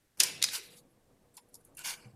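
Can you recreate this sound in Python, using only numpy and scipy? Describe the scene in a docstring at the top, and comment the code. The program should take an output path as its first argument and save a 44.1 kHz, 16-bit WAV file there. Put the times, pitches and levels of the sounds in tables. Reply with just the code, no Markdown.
"""Scissors and a paper loop

Scissors and a stiff paper loop are heard close to a microphone in a small hard room, over a faint fan.
The paper snaps and ticks: short noise bursts. It hisses as it slides and is cut: grainy noise ringing the loop.
Fading tones make the short rings and, near the end, two soft thuds on the desk.
The room adds a noise tail. The fan is low noise with two unsteady tones; a noise suppressor and line hiss follow."""
import sys
import numpy as np
from scipy import signal
from scipy.fft import rfft, irfft
from scipy.io import wavfile
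from scipy.ndimage import uniform_filter1d, map_coordinates

SR = 44100
rng = np.random.default_rng(int(sys.argv[2]) if len(sys.argv) > 2 else 0)


def elevation(decibels):
    """Turn decibel levels (scalar or array-like) into linear amplitude ratios."""
    levels = np.asarray(decibels, float)
    return 10 ** (levels / 20)


def to_wav(s):
    """Save 16-bit WAV."""
    ch = np.atleast_2d(s).T  # columns
    pcm = np.round(np.clip(ch, -1, 1) * 32767)  # PCM
    wavfile.write(sys.argv[1], SR, pcm.astype(np.int16))


N = 94815  # samples in the scene

# Paper snaps and ticks: peak_s, level_db (before the common snap level), t60_s (time to fall 60 dB),
# tilt_db_per_octave (above zero is brighter)
SNAPS = [(0.197, -32, .05, -8), (0.203, -12.5, .02, 1.5), (.2032, 1.5, .01, 3.5), (0.2052, -7, 0.058, -5),
         (0.235, -8.5, 0.027, 2), (0.2356, -22, .07, -15.5), (0.418, -27.5, 0.072, -8),
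         (0.4266, -9, 0.016, -2), (.437, -22, 0.027, -2.5), (.4405, -6.5, 0.024, -3),
         (0.4498, -39.5, 0.24, -27), (0.4873, -22.5, 0.038, -9.5), (.543, -29, 0.085, -7.5),
         (0.5522, -19.5, 0.046, -3.5), (1.37, -35.5, 0.053, 7), (1.377, -43.5, 0.099, -10.2),
         (1.5438, -35, 0.039, 7.5), (1.554, -38, 0.041, 4), (1.651, -40.5, .025, 14.5),
         (1.751, -45.5, .02, 8), (1.771, -35, 0.048, 16.5), (1.7927, -31, 0.017, 10.5)]
# Colour of a snap before its tilt: frequency_hz, relative_gain_db
SNAP_COLOUR = [(180, -61.5), (400, -32.5), (1000, -27), (1600, -19.5), (2400, -12.5), (3500, -5.5),
               (4600, -2), (6000, -2.5), (8000, -5.5), (10000, -3), (12000, -10), (14600, -23),
               (16400, -49)]
# Paper slides and cuts: start_s, length_s, level_db, tilt_db_per_octave, release_t60_s
SLIDES = [(.172, 0.0074, -58.5, -0.5, .03), (0.183, 0.012, -57.5, 2.5, .03), (0.206, 0.038, -39, -7.4, 0.3),
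          (0.506, 0.075, -44, 1, 0.056), (0.529, 0.027, -37, 0.9, 0.15), (.62, 0.048, -58.5, 3, 0.16),
          (0.691, 0.074, -62, 2.5, .2), (0.761, .03, -59, 2.9, .1), (.84, .09, -73, 2, 0.069),
          (1.338, 0.02, -62, 2, 0.034), (1.365, .02, -67, 13, 0.074), (1.482, 0.019, -69.5, 3, 0.035),
          (1.52, 0.022, -68, 1, 0.038), (1.553, .02, -75, 7.5, .05), (1.6, 0.015, -68, -1.5, 0.029),
          (1.645, 0.033, -67.5, 0, 0.3), (1.772, 0.046, -51, -1.4, .15), (1.835, 0.073, -37, -1.1, .12),
          (1.9, .04, -45, -1.9, 0.088), (1.943, 0.032, -66, 4.5, 0.39), (1.95, 0.039, -59.5, -5.5, 1)]
# Colour of a slide before its tilt and the loop's ring: frequency_hz, relative_gain_db
SLIDE_COLOUR = [(180, -51), (300, -25.5), (606, -16.5), (1000, -9.5), (1310, -16.5), (1500, -12.5),
                (2230, -9), (2430, -10), (10800, -4), (14800, -15), (16400, -51)]
# Resonances of the paper loop: centre_hz, width_hz, level_db (before the loop's share)
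LOOP_RESONANCES = [(1058, 30, -4), (1529, 130, 6.5), (2345, 130, 8), (2786, 150, 5.5), (4390, 160, -2.5)]
# Short single rings of blade and loop: start_s, pitch_hz, level_db, t60_s
RINGS = [(.205, 389.5, -48.5, 0.34), (.4415, 5040, -19, .045), (.494, 4980, -44, 0.12),
         (.578, 399, -52.5, 0.31), (.776, 4520, -63.5, 0.18), (1.373, 951.5, -50, 0.098),
         (1.548, 1435, -70, .05), (1.55, 942, -62, 0.075), (1.769, 2720, -53.5, 0.25),
         (1.777, 4570, -61, 0.18), (1.789, 1510, -47, 0.11)]
# Soft thuds on the desk: start_s, level_db
THUDS = [(2.049, -46), (2.128, -49.5)]
# Tones of the desk in each thud: pitch_hz, level_db (within the thud), t60_s
DESK_TONES = [(121.25, 6.5, 0.19), (206.2, -1.5, 0.21), (760, -9.5, 0.13)]
# How long the room's echo lasts: frequency_hz, t60_s
ROOM_DECAY = [(300, 1), (1200, 0.64), (2500, 0.89), (6000, 0.43), (12000, 0.35)]
# How much fan noise the noise suppressor lets through over time; it opens at the first snap:
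# time_s, rush_db (before flutter), hum_db (against the rush, before flutter)
FAN_LET_THROUGH = [(0, -77, -14), (.16, -78.5, -14), (0.188, -61, -10), (.27, -58.5, 1.5), (.4, -60, -6),
                   (.6, -69.5, -1), (.68, -63.5, 1), (.9, -67, -6), (1.1, -68, -11.5), (1.3, -69.5, -8),
                   (1.42, -68.5, -3.5), (1.6, -67, -7), (1.9, -64, -9), (2.15, -67, -2.5)]
# Colour of the fan's rush: frequency_hz, relative_gain_db
FAN_COLOUR = [(41, -31.5), (70, -9.5), (140, -3), (187, -5), (295, -6), (611, -10.5), (688, -12),
              (1050, -20), (1100, -17.5), (4000, -34), (5200, -59.5), (8800, -120)]
# Where the noise suppressor starts to act: frequency_hz, threshold_db (per time-frequency cell)
SUPPRESSOR_THRESHOLD = [(900, -140), (1300, -87.5), (2500, -80), (4500, -84.5), (8000, -90), (12000, -95)]
# Colour of the line hiss: frequency_hz, relative_gain_db
HISS_COLOUR = [(12, -17), (22, 2), (35, -14.5), (70, -16), (200, -31.5), (1000, -34), (1600, -27),
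               (3000, -32.5), (7000, -34.5), (8500, -32.5), (11000, -35.5), (13500, -35.5), (15000, -41),
               (16400, -54)]


def unit(x):
    """Scales a sound to an rms of 1."""
    return x / np.sqrt(np.mean(x ** 2) + 1e-20)


def along(points, hz):
    """Reads a curve of (Hz, value) points on a log frequency axis."""
    point_hz, values = np.transpose(points)
    return np.interp(np.log(hz + 1), np.log(point_hz + 1), values)


def add(out, x, start_s):
    """Mixes x into out from the given time."""
    part = out[max(round(start_s * SR), 0):][:len(x)]
    part += x[:len(part)]


def wobble(rate, size=N):
    """Draws a smooth random curve with `rate` random points a second."""
    points = rng.standard_normal(int(size * rate / SR) + 4)
    return map_coordinates(points, [np.arange(size) * rate / SR])


def coloured(x, gain):
    """Shapes x with a gain over frequency, then scales it to rms 1."""
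    hz = np.fft.rfftfreq(len(x), 1 / SR)
    return unit(irfft(rfft(x) * gain(hz), len(x)))


def paper_gain(colour, tilt_db):
    """Gives the paper's gain over frequency, bent a little differently each time."""
    bends_db = 2 * rng.standard_normal(40)
    bend_hz = np.linspace(0, 17000, num=40)
    tilt_from_hz = 2000 if tilt_db < 0 else 300  # the tilt stays level below this

    def gain(hz):
        octaves = np.log2(np.maximum(hz, tilt_from_hz) / 4000)
        return elevation(along(colour, hz) + tilt_db * octaves + np.interp(hz, bend_hz, bends_db))
    return gain


def snaps():
    """Stiff paper buckles: each spiky noise burst rises fast and dies away."""
    snap_db, rise_s = -11, 0.0013
    spikiness = 0.3  # depth of the fast random swings, as an exponent
    out = np.zeros(N)
    t = np.arange(-256, 3840) / SR  # time from the peak
    for peak_s, db, t60, tilt_db in SNAPS:
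        burst = coloured(rng.standard_normal(len(t)), paper_gain(SNAP_COLOUR, tilt_db))
        rise = np.exp(np.minimum(t, 0) / rise_s)
        fall = elevation(-60 * np.abs(t) / max(t60, 0.003))
        shape = np.where(t < 0, rise, fall)
        spikes = np.exp(spikiness * wobble(957, size=len(t)))
        add(out, elevation(db + snap_db) * shape * burst * spikes, peak_s + t[0])
    return out


def loop_ring(hz):
    """Sums the loop's resonances: each lets through most at its own centre frequency."""
    total = 0
    for centre, width, db in LOOP_RESONANCES:
        total = total + elevation(db) * hz * width / (centre * centre - hz * hz + 1j * hz * width)
    return np.abs(total)


def slides():
    """Dense fibre grains ring the loop under a stroke that swells, holds and lets go."""
    grains_per_s, grain_db = 3000, 1.5
    loop_db = 3.5  # share of the loop's ring
    rise_share = 0.25  # rise as a share of the stroke's length
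    out = np.zeros(N)
    t = np.arange(SR // 2) / SR
    for start_s, length, db, tilt_db, t60 in SLIDES:
        grains = rng.standard_normal(len(t)) * elevation(grain_db * wobble(grains_per_s, size=len(t)))
        sheet = paper_gain(SLIDE_COLOUR, tilt_db)
        rub = coloured(grains, lambda hz: sheet(hz) * (1 + elevation(loop_db) * loop_ring(hz)))
        swell = np.clip(t / (rise_share * length), 0, 1)
        release = elevation(-60 * np.maximum(t - length, 0) / max(t60, 0.005))
        add(out, elevation(db) * swell * release * rub, start_s)
    return out


def patchy(x):
    """Random patches of gain, about 700 Hz by 25 ms, make the slides and the echo uneven in colour."""
    patch_db = 1.6
    cells = signal.stft(x, nperseg=256)[2]
    field = uniform_filter1d(rng.standard_normal(cells.shape), size=4, axis=0)
    field = uniform_filter1d(field, size=8, axis=1)
    return signal.istft(cells * elevation(patch_db * unit(field)), nperseg=256)[1][:N]


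def rings():
    """Blade and loop give single short rings: fading tones with a slightly unsteady phase."""
    rise_s, blur_rad = 0.0026, 1.2
    out = np.zeros(N)
    t = np.arange(SR // 2) / SR
    for start_s, hz, db, t60 in RINGS:
        shape = elevation(db - 60 * t / t60) * (1 - np.exp(-t / rise_s))
        phase = 2 * np.pi * hz * t + blur_rad * wobble(150, size=len(t))
        add(out, shape * np.sin(phase), start_s)
    return out


def thuds():
    """Soft thuds set off the desk's few low tones, which rise gently and fade."""
    rise_s = 0.015
    out = np.zeros(N)
    t = np.arange(SR // 2) / SR
    desk = sum(elevation(db - 60 * t / t60) * np.sin(2 * np.pi * hz * t) for hz, db, t60 in DESK_TONES)
    rise = 1 - np.exp(-(t / rise_s) ** 2)
    for start_s, db in THUDS:
        add(out, elevation(db) * rise * desk, start_s)
    return out


def room(x):
    """The room answers with a noise tail in which each frequency dies at its own speed."""
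    hz, t, cells = signal.stft(rng.standard_normal(SR), SR, nperseg=256)
    fade = elevation(-60 * t / along(ROOM_DECAY, hz)[:, None])
    tail = signal.istft(cells * fade, SR, nperseg=256)[1]
    delayed = np.pad(x, (200, 0))  # the answer comes 200 samples late
    return signal.fftconvolve(delayed, tail / np.linalg.norm(tail))[:N]


def unsteady_line(hz, wander_hz):
    """Makes a tone whose pitch wanders and whose level flutters."""
    phase = 2 * np.pi * np.cumsum(hz + wander_hz * wobble(13)) / SR
    return elevation(2 * wobble(9)) * np.sin(phase)


def fan():
    """A low rush with two unsteady lines; its level flutters, and follows how far the suppressor has opened."""
    blade_db, flutter_db = -10, 2  # the low line's level is against the rush
    time_s, rush_points, hum_points = np.transpose(FAN_LET_THROUGH)
    t = np.arange(N) / SR
    rush_db = np.interp(t, time_s, rush_points)
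    hum_db = np.interp(t, time_s, hum_points)
    rush = coloured(rng.standard_normal(N), lambda hz: elevation(along(FAN_COLOUR, hz)))
    hum = elevation(hum_db) * unsteady_line(485.5, wander_hz=4)
    blade = elevation(blade_db) * unsteady_line(119, wander_hz=20)
    return elevation(rush_db + flutter_db * wobble(20)) * (rush + hum + blade)


def suppress(x):
    """A noise suppressor turns down faint treble cells, which cuts the room's tails short."""
    floor_db = -21.5  # the most a cell is turned down
    hz, _, cells = signal.stft(x, SR, nperseg=512)
    power = uniform_filter1d(np.abs(cells) ** 2, size=9, axis=-2)  # averaged over frequency
    power = uniform_filter1d(power, size=3, axis=-1)  # then over time
    threshold = elevation(along(SUPPRESSOR_THRESHOLD, hz))[:, None] ** 2
    gain = power ** 2 / (power ** 2 + threshold ** 2)
    return signal.istft(cells * np.maximum(gain, elevation(floor_db)), SR, nperseg=512)[1][..., :N]


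def line_hiss():
    """The line adds steady noise with its own colour."""
    hiss_db = -74
    return elevation(hiss_db) * coloured(rng.standard_normal(N), lambda hz: elevation(along(HISS_COLOUR, hz)))


def scene():
    """Mixes the paper, rings and thuds with the room's answer and the fan."""
    room_db, slides_to_room_db = -10.5, -17.5  # slides reach the room more weakly than snaps
    snap, slide = snaps(), slides()
    echo = elevation(room_db) * room(snap + elevation(slides_to_room_db) * slide)
    mix = snap + patchy(slide + echo) + rings() + thuds() + fan()
    return mix[None]


def band_limit(x):
    """A steep low-pass at the top of the band."""
    return signal.sosfilt(signal.butter(12, 16510, fs=SR, output="sos"), x)


def record(dry):
    """Cleans the scene with the noise suppressor, then adds the hiss of the line."""
    mix = suppress(dry) + line_hiss()
    return band_limit(mix)


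dry = scene()
out = record(dry)
to_wav(out)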